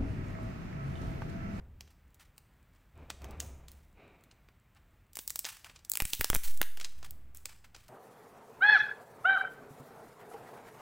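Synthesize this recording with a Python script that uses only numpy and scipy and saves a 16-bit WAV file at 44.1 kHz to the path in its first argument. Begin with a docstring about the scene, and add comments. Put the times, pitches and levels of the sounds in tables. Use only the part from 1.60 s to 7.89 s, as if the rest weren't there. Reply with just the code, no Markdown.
"""In a small room, a hand's width from a phone, fingers pick a sticky label off a stiff plastic packet in jerks.
Film snaps are sharp fronts with noise chatter and patter; rustle is uneven noise in tilted octaves.
Sparse noise ticks come from the held film, and a short noise tail is the room's answer.
Further off, dragged furniture booms as a wavering low tone and scrapes and squeaks as resonant noise.
Shaped noise makes the steady hush, and knocks shift the microphone's resting point."""
import sys
import numpy as np
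from scipy import signal
from scipy.fft import rfft, irfft
from scipy.io import wavfile
from scipy.ndimage import uniform_filter1d

SR = 44100
rng = np.random.default_rng(int(sys.argv[2]) if len(sys.argv) > 2 else 0)


def volts(x):
    """Linear amplitude factor 10**(x/20) for a level x in dB, scalar or array-like."""
    e = np.asarray(x, float) / 20
    return 10 ** e


def put_to_file(sound):
    """Save the sound as 16-bit audio at rate SR, in the file named by the first command-line argument."""
    columns = np.atleast_2d(sound).T  # one column per channel
    safe = np.clip(columns, -1, 1)
    whole_steps = np.round(safe * 32767)
    wavfile.write(sys.argv[1], SR, whole_steps.astype(np.int16))


N = 277389  # length in samples


def band(x, lo_hz, hi_hz):
    """Band-pass along the last axis."""
    sos = signal.butter(2, [lo_hz, min(hi_hz, 19000)], "band", fs=SR, output="sos")
    return signal.sosfilt(sos, x)


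def ring(x, hz, width_hz):
    """One resonance, gain 1 at its centre."""
    b, a = signal.iirpeak(hz, hz / width_hz, fs=SR)
    return signal.lfilter(b, a, x)


def unit(x):
    """Scale to rms 1."""
    return x / np.sqrt(np.mean(x ** 2))


def walk(rate_hz):
    """Random level that glides to a new value rate_hz times a second; spread near 1."""
    hold = int(SR / rate_hz)
    steps = np.repeat(rng.standard_normal(N // hold + 1), hold)
    return uniform_filter1d(steps, hold)[:N]


def swell(start_s, length_ms, rise_ms, fall_ms):
    """Level of one gesture: a straight rise, then an exponential fall from length_ms onward."""
    ms = (np.arange(N) / SR - start_s) * 1000
    rise = np.clip(ms / rise_ms, 0, 1)
    return rise * np.exp(-np.maximum(ms - length_ms, 0) / fall_ms)


# Film snaps: start_s, peak_db, low_db (below 2.5 kHz), high_db (above 7 kHz);
# low_db and high_db are gains against the middle band
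FILM_SNAPS = [(0.2079, -33, -0.5, -11), (0.2765, -51, 6, -23), (0.5448, -47, -23, 2), (0.7798, -37.5, 4, 2),
              (1.502, -24, 4.5, -16), (1.6184, -46, 3, -5), (1.6436, -36, 6, -7), (1.709, -43.5, -9, 2),
              (1.8022, -18, -27, -15.5), (2.083, -39.5, -14, -11), (2.1168, -41.5, -18, 7.5),
              (2.6376, -49, 10, 4), (2.7126, -45.5, -4, -31), (2.887, -46.5, 18, -4),
              (3.5323, -44, -25, 1.5), (3.555, -29, -16, -1.5), (3.5696, -20.5, 14.5, 11.5),
              (3.5893, -24, -2, -4), (3.6132, -41.5, -12, 1), (3.677, -18, -9.5, 5),
              (3.6973, -31, -17, -0.5), (3.704, -20, -5.5, 3.5), (3.758, -18.5, -4.5, 2),
              (3.7915, -17, -7, 5.5), (3.8451, -27.5, -5.5, -16), (3.8516, -18.5, -13, -30),
              (4.0452, -32, 3, -14), (4.0969, -41.5, 2, -38.5), (4.16, -42.5, -2.5, -31),
              (4.191, -50.5, -3.5, -20), (4.2489, -36.5, -24, -5), (4.2976, -17.5, -4.5, 12.5),
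              (4.317, -12.5, -3.5, 18), (4.336, -22, -2, 2.5), (4.3542, -18.5, 3.5, 9.5),
              (4.372, -13.5, 16.5, 16.5), (4.4022, -13.5, 12, 2), (4.421, -18, 11.5, 8.5),
              (4.4526, -17, -5, -4), (4.5333, -11, -4, -8.5), (4.6104, -13, 15, 4.5),
              (4.644, -11, -0.5, -2), (4.7006, -10, 17, 10.5), (4.7308, -20.5, 23.5, -7),
              (4.7437, -23.5, -17, 12), (4.7483, -10.5, 5, 10), (4.7572, -19.5, 12.5, -0.5),
              (4.7632, -20.5, -2, 8), (4.9746, -29.5, 0, 11), (5.015, -8.5, 16, 6),
              (5.0288, -22.5, 7.5, -4), (5.1726, -31, 4, -11), (5.1995, -30, -4, -12),
              (5.2121, -30, -5, -25), (5.2459, -25, -9.5, -44), (5.4287, -35.5, 6, -17),
              (5.508, -30, -7, 12.5), (5.7477, -39, 2, 10), (5.7715, -33, -3, 28), (5.856, -25.5, -2, -7),
              (5.894, -38.5, -5, -22), (6.1479, -41, 2.5, -30), (6.1632, -41, 1, -16)]


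def snaps():
    """The glue gives, a crease flips: a sharp front, brief chatter, and a patter of smaller creases."""
    size, lead = 4096, 220  # samples per snap, samples ahead of its front
    patter_t60_s = .05
    out = np.zeros(N + size)
    t = (np.arange(size) - lead) / SR
    # the patter builds up for a few ms before the flip and dies away after it
    patter_shape = np.where(t < 0, np.exp(t / .002), volts(-60 * t / patter_t60_s))
    chatter_shape = (t > 0) * np.exp(-np.abs(t) / .0006)
    for start_s, peak_db, low_db, high_db in FILM_SNAPS:
        chatter, grain = rng.standard_normal((2, size))
        # patter closes in on weaker snaps; bright glue snaps are cleaner
        patter_db = -25.5 - 0.2032 * peak_db - 0.32 * high_db
        patter = volts(patter_db + 5.5 * grain) * patter_shape
        push = chatter * (chatter_shape + patter)
        push[lead] = -2.6  # the front sucks air in first
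        low = volts(low_db) * band(push, 220, 2500)
        middle = band(push, 2500, 7000)
        high = volts(high_db) * band(push, 7000, 18000)
        snap = low - middle + high
        at = int((start_s + .0005) * SR) - lead  # front 0.5 ms after start_s
        out[at:at + size] += volts(peak_db) * snap / np.max(np.abs(snap))
    return out[:N]


# Film bending or peeling smoothly: start_s, size_ms (scales hold and fall), level_db,
# brightness_db_per_octave
FILM_RUSTLES = [(.30, 13, -66.5, -5), (0.593, 31, -62.5, -5), (1.13, 97, -79, -5.5), (1.796, 55, -58.5, 0),
                (2.08, 97, -70, -2.5), (3.152, 28, -71.5, -8), (3.59, 41, -81, 21), (3.857, 56, -47, -3.5),
                (4.041, 45, -57, -6.5), (4.461, 220, -52, 2), (4.606, 7.6, -38.5, 5.5),
                (4.83, 52, -45.5, -0.5), (5.19, 102, -63.5, -4.5), (5.442, 14.5, -48, -4.5),
                (5.747, 48, -63.5, -0.5), (5.878, 54, -65, -6), (6.04, 10.4, -57.5, -6.5),
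                (6.144, 140, -69, -5), (6.28, 3.5, -49, -3.5)]


def rustle():
    """Countless tiny creases of very unequal size; stiffer bending is brighter."""
    crease_db = 2.6 * rng.exponential(size=N) + 3.5 * walk(150)
    creases = unit(rng.standard_normal(N) * volts(crease_db))
    # five octaves up from 700 Hz, neighbours in opposite polarity
    octaves = [(-1) ** k * band(creases, 700 * 2 ** k, 1400 * 2 ** k) for k in range(5)]
    octaves[0] *= volts(-5)
    out = np.zeros(N)
    for start_s, size_ms, level_db, brightness_db in FILM_RUSTLES:
        film = sum(volts(brightness_db * (k - 2.5)) * x for k, x in enumerate(octaves))
        out += volts(level_db) * swell(start_s, 0.4 * size_ms, 6.2, 0.94 * size_ms) * film
    return out


def ticks():
    """The held film ticks faintly by itself, at random, about nine times a second."""
    when = rng.random(N) < 9 / SR
    strengths = when * volts(4.9 * rng.standard_normal(N))
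    tick = rng.standard_normal(256) * np.exp(-np.arange(256) / 40)  # fall in samples
    return volts(-64) * band(signal.fftconvolve(strengths, tick)[:N], 2500, 12000)


def room(x):
    """The walls answer with a short noise tail that leaves out the bass."""
    t60_s, tail_db = .5, -15
    t = np.arange(SR // 2) / SR
    noise = band(rng.standard_normal(len(t)), 1400, 14300)
    walls = noise * volts(-60 * t / t60_s) * (t > .005)  # first answer after 5 ms
    walls /= np.linalg.norm(walls)
    return x + volts(tail_db) * signal.fftconvolve(x, walls)[:N]


def resonate(noise, modes):
    """A dragged part sounds through its modes, each resonance applied twice; rms 1."""
    return unit(sum(volts(level_db) * ring(ring(noise, pitch_hz, width_hz), pitch_hz, width_hz)
                    for pitch_hz, width_hz, level_db in modes))


# Dull resonances of the scrape: pitch_hz, width_hz (of a single pass), level_db (relative)
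SCRAPE_MODES = [(350, 810, 5), (640, 71, -2.5), (1145, 63, -3)]
# Resonances of the squeak: pitch_hz, width_hz (of a single pass), level_db (relative)
SQUEAK_MODES = [(2350, 600, 0), (3750, 300, -10)]
# Dragging heard through floor and walls: start_s, size_ms (hold of the boom, scales the scrape and squeak),
# boom_db, scrape_db, squeak_db
DRAGS = [(-.1, 140, -48, -63.5, -110), (1.333, 216, -54.5, -60, -73), (1.596, 262, -48, -53.5, -66.5),
         (2.344, 250, -85, -62, -68), (5.351, 350, -56.5, -72.5, -108.5)]


def drag():
    """The floor booms near one pitch while the dragged legs judder through dull resonances and squeak."""
    pitch_hz = 70 + 5.7 * walk(15)
    tone = volts(0.4 * walk(1.6)) * np.sin(2 * np.pi * np.cumsum(pitch_hz) / SR)
    rumble = unit(band(rng.standard_normal(N), 6.5, 110))
    boom = tone + 0.6 * rumble
    judder = rng.standard_normal((2, N)) * volts(1.5 * walk(60))
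    scrape = resonate(judder[0], SCRAPE_MODES)
    squeak = resonate(judder[1], SQUEAK_MODES)
    out = np.zeros(N)
    for start_s, size_ms, boom_db, scrape_db, squeak_db in DRAGS:
        out += volts(boom_db) * swell(start_s, size_ms, 32, 220) * boom
        legs = volts(scrape_db) * scrape + volts(squeak_db) * squeak
        out += swell(start_s, 0.46 * size_ms, 0.21 * size_ms, 0.7 * size_ms) * legs
    return out


# Tone colour of the hush: pitch_hz, level_db (per Hz, relative)
HUSH_SPECTRUM = [(19, -92.5), (32, 4), (45, 1.5), (98, -2), (420, -21), (1190, -22), (2220, -24.5),
                 (4840, -38.5), (13000, -43.5), (14800, -37), (16000, -45.5)]


def air():
    """Hush of the house and the microphone's own hiss: shaped noise whose level wavers slightly."""
    hz, db = np.transpose(HUSH_SPECTRUM)
    f = np.fft.rfftfreq(N, 1 / SR) + 1  # 1 Hz up, to keep the logarithm finite
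    colour = volts(np.interp(np.log(f), np.log(hz), db))
    hush = unit(irfft(rfft(rng.standard_normal(N)) * colour, N))
    return volts(-64.5 + walk(5.79)) * hush


def scene():
    """The film sounds in the room, the dragging and the hush reach one microphone, alike on both channels."""
    film = room(snaps() + rustle() + ticks())
    return np.tile(film + drag() + air(), (2, 1))


# Knocks to the resting point of the microphone: start_s, jump_share (of full scale, signed)
REST_KNOCKS = [(4.421, .052), (4.453, -.028), (4.533, .012), (4.596, -.03), (4.602, .022), (4.611, .03),
               (4.701, .072), (4.731, -.028), (4.743, -.025), (4.749, -.02), (4.757, -.025), (4.764, -.045),
               (5.008, -.022)]


def rest():
    """Each knock makes the resting point jump and spring back; the label coming free heaves it once, slowly."""
    jump_ms, rebound_ms = 1.5, 35
    knocks = sum(jump_share * swell(start_s, jump_ms, jump_ms, rebound_ms)
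                 for start_s, jump_share in REST_KNOCKS)
    heave = .095 * swell(4.835, 70, 50, 260)  # share of full scale; start s, hold, rise and fall ms
    return knocks + heave


# Resonances of the microphone opening: pitch_hz, width_hz, lift_db
OPENING_MODES = [(7900, 1000, 4), (15400, 1600, 8)]


def opening(x):
    """The small opening of the microphone resonates and lifts two treble bands."""
    return x + sum((volts(lift_db) - 1) * ring(x, pitch_hz, width_hz)
                   for pitch_hz, width_hz, lift_db in OPENING_MODES)


def side_treble(x, top_hz):
    """Now and then some roughened treble spreads a little to the sides, opposite in the two channels."""
    rough = band(x, 6700, top_hz) * walk(3000)
    spread = band(rough, 4500, top_hz) * (walk(45) > .5)
    return volts(-6.5) * np.array([spread, -spread])


def top_cut(x):
    """Nothing passes above the cut-off."""
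    return signal.sosfilt(signal.butter(12, 17130, fs=SR, output="sos"), x)


def record(dry):
    """The opening colours the sound, the top is cut, and side treble and the shifting resting point add in."""
    top_hz = 15800
    # 30 dB down from 500 Hz above the top
    x = signal.sosfilt(signal.cheby2(10, 30, top_hz + 500, fs=SR, output="sos"), opening(dry))
    mix = x + side_treble(x[0], top_hz) + rest()
    return top_cut(mix)


dry = scene()
out = record(dry)
put_to_file(out)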